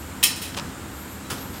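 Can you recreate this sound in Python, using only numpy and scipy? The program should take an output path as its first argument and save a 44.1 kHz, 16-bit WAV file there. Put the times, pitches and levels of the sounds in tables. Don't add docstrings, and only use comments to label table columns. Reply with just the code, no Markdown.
import sys
import numpy as np
from scipy import signal
from scipy.fft import rfft, irfft, next_fast_len
from scipy.io import wavfile
from scipy.ndimage import map_coordinates

SR = 44100
rng = np.random.default_rng(int(sys.argv[2]) if len(sys.argv) > 2 else 0)


def int16_out(signal):
    q = np.round(np.clip(np.atleast_2d(signal).T, -1, 1) * 32767)
    wavfile.write(sys.argv[1], SR, q.astype(np.int16))


N = 70560


def rod():
    # (time [s], level [dB], rise [s], treble lift [dB])
    clacks = [(0.2283, -20.5, 0.0015, -5), (0.236, -14, 0.0013, 3.5), (0.253, -27, 0.0016, -2),
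              (.306, -40, .002, 0), (.358, -32, 0.0095, -1), (0.415, -28, 0.0099, 0.5),
              (0.446, -33.5, .008, -5), (0.476, -42, 0.0067, 2)]
    # (frequency [Hz], level [dB], t60 [s])
    steel_modes = [(1796, -11, .4), (2512, -5, .42), (2561, -8, .36), (2683, -8, .32), (2860, -7, .36),
                   (3015, -11, .45), (3134, -7, .27), (3238, -5, .28), (3954, -8, .28), (4005, -4, .38),
                   (4442, -8, .5), (4900, -10, .5), (5210, -8, .24), (5338, -6, .28), (5670, -6, .2),
                   (7273, -7, .25), (8428, -7, .28), (9060, -7, .3), (9466, -5, .25), (9675, -8, .25)]
    # (frequency [Hz], t60 [s])
    clang_t60 = [(1000, 0.42), (3000, 0.23), (5500, 0.26), (9000, 0.2), (15000, 0.17)]
    modes_db, clang_db, crack_db, crack_t60_s = -13.5, 0.5, 3, 0.042
    out = np.zeros(N)
    for s, db, rise, treble_db in clacks:
        attack = 1 - np.exp(-since(s) / rise)
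        clang = attack * dying(clang_noise(treble_db), clang_t60, s)
        crack = amp(crack_db) * np.exp(-np.log(1000) * since(s) / crack_t60_s)
        out += amp(db) * clang * (amp(clang_db) + crack)
    blow_samples = [int((s + rise) * SR) for s, _, rise, _ in clacks]
    blow_energies = [amp(db) ** 2 for _, db, _, _ in clacks]
    blows = np.bincount(blow_samples, blow_energies, N)
    for hz, db, t60 in steel_modes:
        retained = np.exp(-2 * np.log(1000) / (t60 * SR))
        energy = signal.lfilter([1], [1, -retained], blows)
        out += amp(modes_db + db) * np.sqrt(energy) * mode(hz)
    return out


def clang_noise(treble_db):
    # (frequency [Hz], level [dB])
    clang_tone = [(200, -25), (650, -16.5), (900, -10), (1550, -16), (1850, -2), (3500, -1), (6000, -2),
                  (10500, -3), (14000, -2.5), (16000, -11)]
    # (centre [Hz], width [Hz], lift [dB])
    clusters = [(1216, 20, 12.5), (1840, 52, 3.5), (2550, 104, 8), (3140, 300, 7), (3960, 73, 7),
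                (5280, 160, 7), (7000, 180, 3.5), (8850, 450, 7), (9900, 230, 8.5), (11030, 150, 8.5),
                (12000, 260, 6), (15100, 300, 9.5)]
    hardness = [(3800, 0), (5300, treble_db)]

    def response(hz):
        lift = sum(db * np.exp(-((hz - centre) / width) ** 2) for centre, width, db in clusters)
        return amp(along(clang_tone, hz) + lift + along(hardness, hz))
    return unit(filtered(rng.standard_normal(N), response))


def hearth():
    # (time [s], level [dB], pitch [Hz])
    ticks = [(.547, -17.5, 3000), (.587, -11, 3200), (.5973, -12, 5000)]
    # (frequency [Hz], level [dB])
    tick_tone = [(200, -12), (1000, -1), (3000, 6.5), (5000, 1.5), (9000, -10), (15000, -36)]
    # (time [s], level [dB], rise [s], t60 [s])
    scuffs = [(.541, -35, 0.0027, 0.063), (0.5653, -27.5, .002, 0.073), (0.572, -26, 0.0021, 0.072),
              (.592, -42, 0.0025, .06), (1.235, -42, .02, .15), (1.335, -37, .015, 0.27),
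              (1.378, -38.5, 0.0024, 0.14), (1.402, -40, .01, 0.19), (1.53, -34.5, 0.017, .3)]
    # (frequency [Hz], level [dB])
    scuff_tone = [(150, -6), (600, 5.5), (1500, 1), (4000, -0.5), (8000, -7), (15000, -17)]
    # (frequency [Hz], level [dB], t60 [s])
    stone_modes = [(574, -28, .08), (942, -30.5, 0.071), (1234, -37, 0.13)]
    tick_rise_s, tail_db = 0.00007, -12
    clicks = sum(amp(db) * strike(s, tick_rise_s, t60=0.0013) * np.sin(2 * np.pi * hz * since(s))
                 for s, db, hz in ticks)
    tails = sum(amp(db + tail_db) * strike(s, tick_rise_s, t60=0.012) for s, db, _ in ticks)
    brushing = sum(amp(db) * strike(s, rise, t60) for s, db, rise, t60 in scuffs)
    knock = sum(amp(db) * strike(s=0.583, rise=0.0019, t60=t60) * mode(hz) for hz, db, t60 in stone_modes)
    grit = unit(amp(1.7 * wobble(1200)))
    return clicks + knock + tails * noise(tick_tone) + brushing * grit * noise(scuff_tone)


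def bread():
    # (time [s], level [dB])
    slaps = [(1.2997, -25.5), (1.31, -37.5)]
    # (frequency [Hz], level [dB])
    slap_tone = [(90, -10), (260, 2.5), (700, -5.5), (1500, -1), (2200, -10), (3100, -2.5), (3900, -9),
                 (5000, -7), (8000, -8.5), (11000, -9.5), (12500, -16), (15500, -14.5)]
    squeak = amp(-39) * strike(s=1.243, rise=0.015, t60=0.17) * mode(hz=3920)
    slapping = sum(amp(db) * strike(s, rise=0.00087, t60=0.19) for s, db in slaps)
    crust = unit(amp(2.5 * wobble(1100)))
    return squeak + slapping * crust * noise(slap_tone)


def thuds():
    # (time [s], level [dB])
    bumps = [(.395, -39), (.585, -30.5), (.635, -46), (.805, -41.5), (1.305, -29.5), (1.424, -36)]
    # (frequency [Hz], level [dB])
    thud_tone = [(30, -17), (70, 6.5), (260, 3), (500, -12.5), (1300, -5.5), (3000, -29), (10000, -58)]
    return sum(amp(db) * strike(s, rise=0.0044, t60=0.4) for s, db in bumps) * noise(thud_tone)


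def burner():
    # (frequency [Hz], level [dB])
    roar_tone = [(15, -66), (25, -29), (75, 3), (113, -5), (200, -4.5), (221, -8), (257, -1.5), (292, -7),
                 (322, -6), (361, -9), (500, -16), (650, -43), (1100, -120)]
    # (frequency [Hz], level [dB])
    hiss_tone = [(240, -50), (400, -7.5), (534, -3.5), (691, -5.5), (754, -3.5), (936, -3), (1100, -4.5),
                 (1380, -2), (1840, -7.5), (6080, -18), (7340, -10), (12000, -23.5), (12500, -17),
                 (16200, -45), (22000, -120)]
    # (frequency [Hz], level [dB])
    fizz_tone = [(9000, -40), (12000, -12), (13000, -2), (14000, -3), (16000, -4)]
    # (frequency [Hz], level [dB])
    blower_tones = [(90, -52.5), (197.5, -50), (263.5, -51), (330, -52.5)]
    # (time [s], level [dB])
    whistle_swells = [(0, -49.5), (.15, -57), (.5, -57), (.84, -64), (.97, -49), (1.14, -48.5), (1.23, -62),
                      (1.33, -54), (1.42, -43), (1.51, -53), (1.57, -44.5), (1.6, -52)]
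    t = since(0)
    roar = amp(-39 + 0.95 * wobble(14.4)) * noise(roar_tone)
    hiss = amp(-41 + 0.14 * wobble(12.8)) * noise(hiss_tone)
    fizz = amp(-55.5) * noise(fizz_tone)
    hum = np.zeros(N)
    for hz, db in blower_tones:
        level = amp(db + 0.98 * wobble(9.15))
        hum += level * np.sin(2 * np.pi * hz * t + 0.56 * wobble(10.96))
    whistle_hz = 12940 + 4 * wobble(24)
    whistle_db = np.interp(t, *np.transpose(whistle_swells)) + 2.6 * wobble(29.6)
    whistle = amp(whistle_db) * np.sin(2 * np.pi * np.cumsum(whistle_hz) / SR)
    return roar + hiss + fizz + np.sqrt(2) * (hum + whistle)


def room(x):
    # (frequency [Hz], t60 [s])
    room_t60 = [(200, 0.59), (2000, 0.49), (6000, 0.79), (15000, 0.14)]
    delay_s, build_s = 0.0013, 0.0028
    onset = 1 - np.exp(-since(delay_s) / build_s)
    tail = onset * dying(rng.standard_normal(N), room_t60, 0)
    return signal.fftconvolve(x, tail / np.linalg.norm(tail))[:N]


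def mode(hz):
    shimmer_db, drift_rad = 2.2, 0.63
    level = amp(shimmer_db * wobble(49.1))
    phase = 2 * np.pi * (hz * since(0) + rng.random()) + drift_rad * wobble(61)
    return level * np.sin(phase)


def strike(s, rise, t60):
    t = since(s)
    return (1 - np.exp(-t / rise)) * np.exp(-np.log(1000) * t / t60)


def dying(x, t60s, s):
    hz, t, spectrum = signal.stft(x, SR, nperseg=256)
    fade = np.exp(-np.log(1000) * np.maximum(t - s, 0) / along(t60s, hz)[:, None])
    return signal.istft(spectrum * fade, SR, nperseg=256)[1][:N]


def noise(tone):
    return unit(filtered(rng.standard_normal(N), lambda hz: amp(along(tone, hz))))


def filtered(x, response):
    size = next_fast_len(N + SR // 20)
    hz = np.fft.rfftfreq(size, 1 / SR)
    return irfft(rfft(x, size) * response(hz), size)[:N]


def wobble(rate):
    knots = rng.standard_normal(int(N * rate / SR) + 4)
    steps = np.linspace(0, len(knots) - 1, len(knots) * 10)
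    return np.interp(np.arange(N) * rate / SR, steps, map_coordinates(knots, [steps]))


def along(points, hz):
    freqs, values = np.transpose(points)
    return np.interp(np.log(hz + 1), np.log(freqs + 1), values)


def since(s):
    return np.maximum(np.arange(N) / SR - s, 0)


def amp(db):
    return 10 ** (np.asarray(db) / 20)


def unit(x):
    return x / np.sqrt(np.mean(x ** 2) + 1e-20)


def scene():
    room_db = -14.5
    close = rod() + hearth() + bread() + thuds()
    return (close + amp(room_db) * room(close) + burner())[None]


def record(dry):
    top_hz = 15850
    clipped = np.clip(dry[0], -1, 1)
    return filtered(clipped, lambda hz: hz < top_hz)[None]


dry = scene()
out = record(dry)
int16_out(out)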